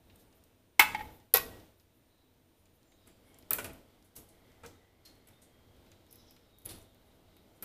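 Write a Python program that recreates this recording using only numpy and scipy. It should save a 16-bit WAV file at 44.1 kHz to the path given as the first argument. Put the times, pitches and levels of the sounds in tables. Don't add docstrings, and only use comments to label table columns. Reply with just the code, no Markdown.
import sys
import numpy as np
from scipy import signal
from scipy.fft import rfft, irfft, next_fast_len
from scipy.io import wavfile
from scipy.ndimage import map_coordinates

SR = 44100
rng = np.random.default_rng(int(sys.argv[2]) if len(sys.argv) > 2 else 0)


def unload_audio(sound):
    columns = np.transpose(np.atleast_2d(sound))
    steps = np.round(np.clip(columns, -1, 1) * 32767)
    wavfile.write(sys.argv[1], SR, steps.astype(np.int16))


def undo_db(level):
    steps = np.asarray(level, float) / 20
    return 10 ** steps


N = 336924
TIME_S = np.arange(N) / SR

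# mode_hz, level_db, t60_s
TRAY = [(244, -7.5, 0.072), (354, 5, 0.031), (476, -1, 0.15), (606, -3, .4), (1020, -10, 0.018),
        (1325, 10, 0.12), (1480, 3, 0.1), (2105, -13, 0.048), (2465, 12, 0.085)]


def unit(x):
    return x / np.sqrt(np.mean(x ** 2) + 1e-20)


def along(points, hz):
    f, v = np.transpose(points)
    return np.interp(np.log(hz + 1), np.log(f + 1), v)


def wobble(rate_hz):
    knots = rng.standard_normal(int(N * rate_hz / SR) + 4)
    return map_coordinates(knots, [np.arange(N) * rate_hz / SR])


def noise(size, response):
    spectrum = rfft(rng.standard_normal(size))
    return unit(irfft(spectrum * response(np.fft.rfftfreq(size, 1 / SR) + 1), size))


def echo(x, wet_db):
    # frequency_hz, t60_s
    room = [(200, 0.72), (1500, 0.44), (5000, 0.42), (9000, 0.42), (14000, 0.28)]
    hz, t, z = signal.stft(rng.standard_normal(SR // 2), SR, nperseg=256)
    decay = undo_db(-60 * t / along(room, hz)[:, None])
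    tail = signal.istft(z * decay, SR, nperseg=256)[1]
    return undo_db(wet_db) * signal.fftconvolve(x, tail / np.linalg.norm(tail))[:len(x)]


def ring(modes, t, t60_scale, rough, attack_s):
    hz, db, t60 = np.transpose(modes)[:, :, None]
    strength_db, phase = rng.standard_normal((2, len(hz), 1))
    knots = rng.standard_normal((len(hz), 200))
    knot_s = np.arange(200) * .003 / rough
    chatter = 1 + rough * np.array([np.interp(t, knot_s, row) for row in knots])
    envelope = undo_db(db + strength_db - 60 * t / (t60_scale * t60))
    y = np.sum(chatter * envelope * np.sin(2 * np.pi * hz * t + 3 * phase), 0)
    return y * (1 - np.exp(-t / attack_s)) / np.sqrt(np.sum(undo_db(2 * db)))


def strike(contacts, modes, t60_scale, rattle_hz, rattle_db, click_s, clatter_s, wet_db, broad,
           rise_s=0.00016, swell_s=0.00055, rough=0.49, order=2, size=16384, top_hz=3300, attack_s=.002):
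    out, t = np.zeros(N + SR), np.arange(size) / SR
    for s, db, ring_db, hz, clatter_db in contacts:
        clatter = undo_db(-60 * t / clatter_s)
        fade = (undo_db(-60 * t / click_s) + undo_db(clatter_db) * clatter) * (1 - np.exp(-t / rise_s))
        click = fade * noise(size, lambda f: (broad + 1 / (1 + ((f - hz) / 1800) ** order))
                             / (1 + (3200 / f) ** 4))
        rattle = noise(size, lambda f: 1 / (1 + (rattle_hz / f) ** 4) / (1 + (f / top_hz) ** 4))
        rattle *= clatter * (1 - np.exp(-t / 0.003))
        body = ring(modes, t, t60_scale, rough, attack_s) + undo_db(rattle_db) * rattle
        hit = undo_db(db + 1.56) * click / np.max(np.abs(click))
        hit += undo_db(db + ring_db + 3.5) * body * (1 - np.exp(-t / swell_s))
        out[round(s * SR):][:size] += hit + echo(hit, wet_db)
    return out[:N]


def suppression():
    # start_s, level_db
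    resting = [(0, -68), (.13, -64), (.68, -70.5), (1.9, -71), (2.85, -70), (3.4, -63.5), (3.9, -65),
               (4.15, -69.5), (4.4, -64), (4.62, -65), (4.9, -68.5), (5.5, -67), (5.88, -63.5), (6.08, -67),
               (6.2, -64.5), (6.6, -68.5), (7.0, -66), (7.64, -65.5)]
    # start_s, level_db, hold_s
    openings = [(0.786, -50.5, 0.29), (1.335, -51, 0.23), (3.055, -63, 0.033), (3.5, -50.5, 0.2),
                (4.156, -59, 0.045), (4.629, -56, 0.026), (5.066, -64, 0.11), (5.273, -63.5, 0.049),
                (5.42, -66, 0.058), (6.646, -54, 0.099), (7.619, -55, .1)]
    open_s, sag_db_per_s, close_db_per_s = .012, 11, 69.5
    level_db = np.interp(TIME_S, *np.transpose(resting))
    for s, db, hold in openings:
        since = TIME_S - s
        opened_db = db - sag_db_per_s * since - close_db_per_s * np.maximum(since - hold, 0)
        level_db = level_db + np.clip(since / open_s, 0, 1) * np.maximum(opened_db - level_db, 0)
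    return level_db


def rumble():
    # frequency_hz, density_db (per Hz)
    spectrum = [(15, -8), (40, -5), (100, -2.5), (160, -11), (300, -9.5), (600, -14), (1500, -28),
                (2500, -59), (4000, -120)]
    # centre_hz, width_hz, level_db
    resonances = [(93, 3.1, 4), (193, 6.7, 3.5), (255, 18, 3.5), (328.1, 24, -1), (474, 13, 4),
                  (653, 28, 2.5)]

    def booms(f):
        return 1 + sum(undo_db(db - 3) / (1 + (2 * (f - c) / w) ** 2) for c, w, db in resonances)

    return noise(N, lambda f: undo_db(along(spectrum, f)) * booms(f))


def hiss(view):
    # frequency_hz, density_db (per Hz)
    colours = [
        [(470, -47), (800, -18), (916, -6), (1050, -15), (1460, -12), (3970, -12), (4270, -16), (7810, -20), (9520, -29.5), (15200, -15)],
        [(470, -51), (800, 1), (951, -6.5), (1590, -5.5), (1740, -8), (2090, -4), (2580, -9), (3140, -4), (3970, -7.5), (6500, -14.5), (12000, -18.5), (14100, -13), (15200, -17)],
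    ]
    first, second = (noise(N, lambda f: undo_db(along(colour, f))) for colour in colours)
    mix = undo_db(-74.0) * np.sqrt(1 - view) * first + undo_db(-75.5) * np.sqrt(view) * second
    return undo_db(0.47 * wobble(14)) * mix


def whines(view):
    # pitch_hz, first_view_db, second_view_db
    tones = [(9362, -87, -99), (9728, -98, -99), (13695, -88, -110), (13857, -99, -89.5),
             (14420, -97, -103)]
    out = np.zeros(N)
    for hz, first_db, second_db in tones:
        level = (1 - view) * undo_db(first_db) + view * undo_db(second_db)
        out += undo_db(3 + wobble(7.3)) * level * np.sin(2 * np.pi * hz * TIME_S)
    return out


def background():
    rumble_db = suppression()
    opening_db = rumble_db + 68
    view = np.clip((TIME_S - 2.9) / 0.47, 0, 1)
    treble = noise(N, lambda f: 1 / (1 + ((f - 11500) / 4500) ** 4))
    out = undo_db(rumble_db) * rumble()
    out += undo_db(0.72 * opening_db) * hiss(view)
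    out += undo_db(0.62 * opening_db) * whines(view)
    return out + undo_db(-87.0 + 0.71 * opening_db) * treble


def calls(rows, smear_hz, sag_per_s, swoop, steady=0):
    out = np.zeros(N + SR)
    for s, length, hz, db in rows:
        t = np.arange(round(length * SR)) / SR
        smear = noise(len(t), lambda f: 1 / (1 + (f / smear_hz) ** 2)
                      + 0.31 / (1 + (f / (5 * smear_hz)) ** 2))
        smear = unit(steady + smear)
        pitch_hz = hz * (1 + swoop * np.exp(-4 * t / length) - sag_per_s * t)
        tone = np.sin(2 * np.pi * np.cumsum(pitch_hz) / SR)
        out[round(s * SR):][:len(t)] += undo_db(db) * np.sin(np.pi * t / length) ** 0.22 * smear * tone
    return out[:N]


def birds():
    # start_s, length_s, pitch_hz, level_db
    warbles = [(0.005, .2, 3740, -86), (2.914, 0.19, 3860, -78), (2.077, 0.19, 3956, -80),
               (2.27, .3, 3710, -95), (3.25, 0.18, 2200, -78), (3.281, 0.14, 3210, -76.5),
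               (4.37, .16, 3100, -92), (4.3, 0.62, 2073, -78), (4.904, 0.75, 2150, -81),
               (5.051, 0.028, 4250, -60), (5.08, 0.051, 4320, -79), (5.88, 0.33, 3920, -80),
               (6.13, 0.16, 3950, -75), (6.21, .12, 3380, -77), (6.398, 0.58, 3800, -76.5),
               (6.939, 0.22, 3880, -81), (7.275, 0.15, 3864, -77.5), (7.5, 0.097, 7100, -89)]
    whistles = [(2.776, .2, 7250, -85), (2.87, .1, 6550, -86), (3.05, .16, 7350, -84),
                (3.32, .08, 6800, -84), (4.655, .12, 3990, -77), (4.72, .09, 3720, -84),
                (5.33, .08, 3650, -74), (5.41, .12, 3650, -82), (5.42, .08, 4030, -84),
                (5.47, .1, 3250, -77), (5.55, .27, 3250, -81.5), (5.76, .1, 3650, -83),
                (5.78, .1, 4030, -81)]
    cheeps = [(3.0, 0.18, 4680, -82), (6.085, 0.075, 5183, -73), (6.178, 0.045, 5100, -69),
              (6.268, 0.053, 5220, -68.5), (6.1, 0.24, 5750, -79), (6.33, .14, 5250, -84)]
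    song = calls(warbles, smear_hz=90, sag_per_s=0.077, swoop=0)
    song += calls(whistles, smear_hz=25.04, sag_per_s=0.001, swoop=-0.0095, steady=3.2)
    song += calls(cheeps, smear_hz=160, sag_per_s=.05, swoop=.12)
    return song + echo(song, -2.0)


def taps():
    # start_s, level_db, ring_db, click_hz, clatter_db
    contacts = [(0.097, -74.5, 7, 3300, -14), (0.3268, -61, -16, 5000, -18), (1.2, -62, -13, 3312, -22),
                (1.5994, -54.5, -12, 3600, -20), (1.7979, -59, -18, 4848, -4),
                (2.6562, -60, -16, 6650, -20), (2.8294, -63, -30, 4600, -15), (2.9184, -64, -10, 7240, -9),
                (3.3436, -53, -24, 7000, -28), (3.3863, -50, -31, 12100, -6), (3.425, -57, -16, 3200, -18),
                (4.025, -60, -24.5, 4740, -20), (4.5183, -60.5, -33, 5530, -17.5),
                (5.765, -65, -12, 3170, -23), (5.863, -63, -10, 3100, -20), (5.1535, -62, -30, 12000, -25),
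                (5.9165, -52.5, -15.5, 6300, -30), (6.065, -62, -19, 3200, -20.5),
                (6.309, -66, -7, 2500, -25), (6.3642, -57, -12, 3860, -23), (6.7725, -55, -28, 13000, -14),
                (6.785, -50, -27, 13000, -12), (6.8155, -57, -30, 8000, -19.5),
                (6.826, -54, -27, 10000, -17), (6.848, -64, -30, 12500, -20),
                (6.9452, -58, -16, 13900, -20), (7.3663, -55.5, -15.5, 12700, -24.5)]
    return strike(contacts, TRAY, broad=0.25, t60_scale=0.16, rattle_hz=1980, rattle_db=4.0,
                  click_s=0.012, clatter_s=0.062, wet_db=-8, size=8192)


def hinge_flicks():
    # start_s, level_db, ring_db, click_hz, clatter_db
    contacts = [(0.1475, -70, 0, 13000, -20), (0.158, -57, 8, 12800, -20), (0.1785, -72, 5, 8300, -20),
                (0.197, -59, 3, 12900, -20), (0.4384, -54, -1, 13370, -26)]
    # mode_hz, level_db, t60_s
    hinge = [(6900, -18, 0.018), (8500, 5, 0.018), (10200, -4, .02), (13000, 3, .02), (14800, -4, .02)]
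    return strike(contacts, hinge, rough=0.33, broad=0.4, t60_scale=0.77, rattle_hz=1900,
                  rattle_db=-28, click_s=0.0054, clatter_s=0.054, wet_db=-6, size=8192)


def rustles():
    # centre_s, length_s, centre_hz, level_db
    puffs = [(0.212, 0.045, 12600, -72), (0.21, .04, 5300, -75), (0.37, 0.048, 13000, -76),
             (1.012, 0.1, 12600, -63.5), (1.145, 0.074, 12600, -69.5), (1.807, 0.057, 12500, -77),
             (1.969, 0.069, 12560, -81), (2.596, 0.065, 10940, -81), (2.755, 0.037, 12700, -78),
             (3.29, 0.072, 10600, -76), (7.075, .04, 11050, -80), (7.15, 0.037, 11000, -81),
             (7.57, 0.024, 10000, -76.5)]
    out = np.zeros(N + SR)
    for s, length, hz, db in puffs:
        size = 2 * round(length * SR)
        puff = np.hanning(size) * noise(size, lambda f: 1 / (1 + ((f - hz) / 2200) ** 4))
        out[round(s * SR) - size // 2:][:size] += undo_db(db) * puff
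    return out[:N]


def slam():
    # start_s, level_db, ring_db, click_hz, clatter_db
    contacts = [
        (0.7942, -9, 0.5, 14040, -16),
        (0.8203, -23.5, -16, 13900, -14),
    ]
    # mode_hz, level_db, t60_s
    wires = [(334, -15.5, 0.068), (470, -12, 0.044), (860, 3.5, 0.045), (859, -10, .3), (968, -9.5, 0.14),
             (1092, -14, 0.11), (1275, -8, 0.21), (1500, -14, .22), (1660, -13.5, 0.23), (2034, -3, .1),
             (2069, 3, 0.048), (2158, 5.5, .06), (2290, -3.5, 0.085), (2200, -13.5, 0.22),
             (2500, -11.5, 0.096), (2604, -12.5, 0.24), (2696, -12.5, 0.22), (3000, -10, .14),
             (3520, -15, 0.16), (4320, -16.5, 0.086), (5380, -13, 0.042)]
    return strike(contacts, wires, rough=0.58, top_hz=3800, broad=0.9, t60_scale=0.74, rattle_hz=670,
                  rattle_db=-11.5, click_s=0.058, clatter_s=0.11, wet_db=-13.0)


def bounce():
    # start_s, level_db, ring_db, click_hz, clatter_db
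    contacts = [(0.9467, -40.5, 14.8, 4920, -14), (0.992, -65, 26, 4940, -21), (1.006, -61, 25, 5011, -20)]
    # mode_hz, level_db, t60_s
    settling = [(2200, 9.5, 0.07), (854, 9, 0.2), (1445, -27.5, 0.18), (1650, -20.5, 0.033),
                (1860, 2, 0.14), (3100, -9.5, 0.23), (3810, -16, 0.088)]
    return strike(contacts, settling, broad=0.303, t60_scale=0.34, rattle_hz=902, rattle_db=-10.5,
                  click_s=0.017, clatter_s=0.0522, wet_db=-12.5)


def knock_clicks():
    # start_s, level_db, ring_db, click_hz, clatter_db
    contacts = [(1.3381, -24, -2, 12500, -18), (1.3392, -11, -1, 12600, -22), (1.3407, -15, -1, 12000, -18),
                (1.3483, -25, -3, 12000, -12), (1.3577, -15, -1, 12900, -26), (1.3598, -22, -1, 12300, -22),
                (1.3706, -18, -1, 12900, -26), (1.3724, -26, 0, 13000, -16)]
    # mode_hz, level_db, t60_s
    bright_modes = [(8600, -13, .012), (11000, -7, .015), (11750, -2, 0.019), (12400, -5.5, .015),
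                    (13380, 0.5, 0.017), (13900, -5.5, .012)]
    return strike(contacts, bright_modes, rough=.6, attack_s=.0002, swell_s=0.00022, order=4, broad=0.15,
                  t60_scale=0.596, rattle_hz=3000, rattle_db=-34.5, click_s=.006, clatter_s=0.12, wet_db=-15)


def knock():
    # start_s, level_db, ring_db, click_hz, clatter_db
    contacts = [
        (1.3385, -29.5, 5, 7025, 1),
        (1.3545, -42.5, 11.3, 6000, -1),
    ]
    # mode_hz, level_db, t60_s
    frame = [(473, 1.5, 0.13), (663, -10, 0.3), (775, -4, 0.1), (1093, -9, 0.3), (1200, -4.5, .08),
             (1464, -10, 0.2124), (1534, -11, .2), (1913, -1.5, 0.21), (2503, -6, .19), (2660, -6.5, .09),
             (3480, -8.5, .13), (3600, -10.5, .12), (3950, -8.5, .14), (4450, -14, 0.1394)]
    return strike(contacts, frame, rough=0.506, swell_s=0.0051, top_hz=6800, broad=0.28, t60_scale=0.88,
                  rattle_hz=350, rattle_db=-5, click_s=.006, clatter_s=0.16, wet_db=-14.0)


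def scrapes():
    # start_s, level_db, ring_db, click_hz, clatter_db
    contacts = [(3.0716, -60, 0.5, 7960, -19), (4.0435, -61, -25, 10500, -14),
                (4.1535, -51, -19, 11900, -14), (4.1617, -41, -19, 11900, -17),
                (4.287, -56, -20, 9700, -18), (4.6602, -46, -17, 5860, -23),
                (5.2717, -55.5, -5, 12500, -32), (5.285, -54, -23, 12000, -43),
                (5.4174, -57, -13, 8800, -6)]
    # mode_hz, level_db, t60_s
    steel = [(4250, -10, 0.064), (5860, -6, 0.068), (8100, 7, 0.17), (8700, -1, 0.065), (9850, -1, 0.17),
             (10300, 1, 0.049), (11000, 13, 0.098), (11640, 1, 0.044), (12600, 6, 0.19), (14300, 1, .06)]
    return strike(contacts, steel, rough=2.6, rise_s=0.0073, broad=0.54, t60_scale=0.21, rattle_hz=1050,
                  rattle_db=-9.0, click_s=0.016, clatter_s=0.16, wet_db=-7.0)


def drop():
    # start_s, level_db, ring_db, click_hz, clatter_db
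    contacts = [(3.5071, -14.5, -23, 14200, -20), (3.5322, -14.5, -28, 13600, -34),
                (3.7324, -47, -17, 12900, -11), (7.6243, -30.5, -20.5, 12560, -1.5)]
    return strike(contacts, TRAY, broad=0.11, t60_scale=0.43, rattle_hz=292, rattle_db=-3.5,
                  click_s=0.013, clatter_s=0.11, wet_db=-7.0)


def corner_hop():
    # start_s, level_db, ring_db, click_hz, clatter_db
    contacts = [(3.5838, -35, 1, 7750, 2), (3.5975, -48, 3, 7750, -9)]
    # mode_hz, level_db, t60_s
    corner = [(441, -8, 0.21), (577, -5, 0.39), (1467, 7.5, 0.06), (1550, -11, 0.1), (2200, -2, .094),
              (2370, 5, 0.066), (2750, -1, .05), (3290, -8, 0.1)]
    return strike(contacts, corner, broad=0.13, t60_scale=0.7, rattle_hz=290, rattle_db=-6,
                  click_s=0.0095, clatter_s=0.092, wet_db=-8.5)


def edge_landing():
    # start_s, level_db, ring_db, click_hz, clatter_db
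    contacts = [(3.6438, -32.5, -9.5, 10300, -5), (3.6945, -55.5, 1, 3000, -20)]
    # mode_hz, level_db, t60_s
    rim = [(660, -8, 0.37), (1940, -13, .13), (2470, -2, 0.12), (2670, -10, .2), (2830, 1, 0.067),
           (3300, -9, 0.2), (4020, -14, .1), (5730, -6, .05)]
    return strike(contacts, rim, broad=0.6, t60_scale=0.57, rattle_hz=400, rattle_db=-5.5,
                  click_s=0.0095, clatter_s=0.14, wet_db=-13.5)


def set_down():
    # start_s, level_db, ring_db, click_hz, clatter_db
    contacts = [(4.6342, -58, 11.2, 7950, 0), (4.6475, -57.5, 11, 7950, 0)]
    # mode_hz, level_db, t60_s
    laden = [(474, -1, 0.15), (900, -7, 0.21), (1310, -4, 0.093), (1486, -4, 0.073), (1600, -9, .08),
             (2080, -10, .1), (2400, -9, .08), (2900, -18, .1)]
    return strike(contacts, laden, rough=.35, broad=0.13, t60_scale=0.63, rattle_hz=400, rattle_db=-10,
                  click_s=0.0095, clatter_s=0.1, wet_db=-11.5)


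def drags():
    # start_s, level_db, ring_db, click_hz, clatter_db
    contacts = [(5.0505, -51.5, -3, 4800, -4), (6.688, -43, -2.5, 9300, 5), (6.705, -53, 5, 9300, 0),
                (6.7186, -62, -9, 12700, -11), (6.745, -57, -3, 9500, -8)]
    # mode_hz, level_db, t60_s
    arms = [(3560, -3, 0.12), (4250, -2, 0.1), (4720, 0, .08), (5250, -2, .06), (5750, -4, 0.059),
            (9500, 3, 0.091), (10300, -3, .12), (12000, 1, .1), (12700, -6, .1)]
    return strike(contacts, arms, top_hz=5470, rough=1.92, rise_s=0.0038, swell_s=0.0053, broad=0.77,
                  t60_scale=0.58, rattle_hz=1050, rattle_db=-12.5, click_s=0.014, clatter_s=0.2, wet_db=-7.5)


def tip_pinches():
    # start_s, level_db, ring_db, click_hz, clatter_db
    contacts = [(6.1094, -53.5, 2, 12000, -13), (6.1265, -45.5, 8, 12300, -31),
                (6.1569, -48.5, 3, 12300, -29), (6.3086, -50, -14, 12460, -24),
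                (6.5854, -50, -1, 12000, -21), (6.6184, -56, -6.5, 11800, -21),
                (6.6495, -49, -2, 12600, -20), (6.6544, -40.5, 12, 12530, -25),
                (6.6593, -33, 7, 12500, -35)]
    # mode_hz, level_db, t60_s
    tips = [(11106, 0, .05), (11690, -8, .04), (12680, -3, .05), (14400, -1, .05)]
    return strike(contacts, tips, rough=0.34, order=4, broad=0.35, t60_scale=0.23, rattle_hz=1920,
                  rattle_db=-38.5, click_s=0.0066, clatter_s=0.2, wet_db=-6.5, size=8192)


def scene():
    metal = taps() + hinge_flicks() + slam() + bounce() + knock_clicks() + knock() + scrapes() + drop()
    metal += corner_hop() + edge_landing() + set_down() + drags() + tip_pinches()
    return (metal + background() + birds() + rustles())[None]


def top_cut(x):
    return signal.sosfilt(signal.butter(12, 16400, fs=SR, output="sos"), x)


def record(dry):
    size = next_fast_len(N)
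    edge_points = [(14950, 1.5), (15250, -32.5), (15800, -32.5), (16500, -61.5)]  # frequency_hz, gain_db
    edge = undo_db(along(edge_points, np.fft.rfftfreq(size, 1 / SR)))
    fold = irfft(np.log(edge), size) * np.where(np.arange(size) < size // 2, 2, 0)
    fold[0] /= 2
    edge = np.exp(rfft(fold))
    mix = irfft(rfft(dry, size) * edge, size)[:, :N]
    return top_cut(mix)


dry = scene()
out = record(dry)
unload_audio(out)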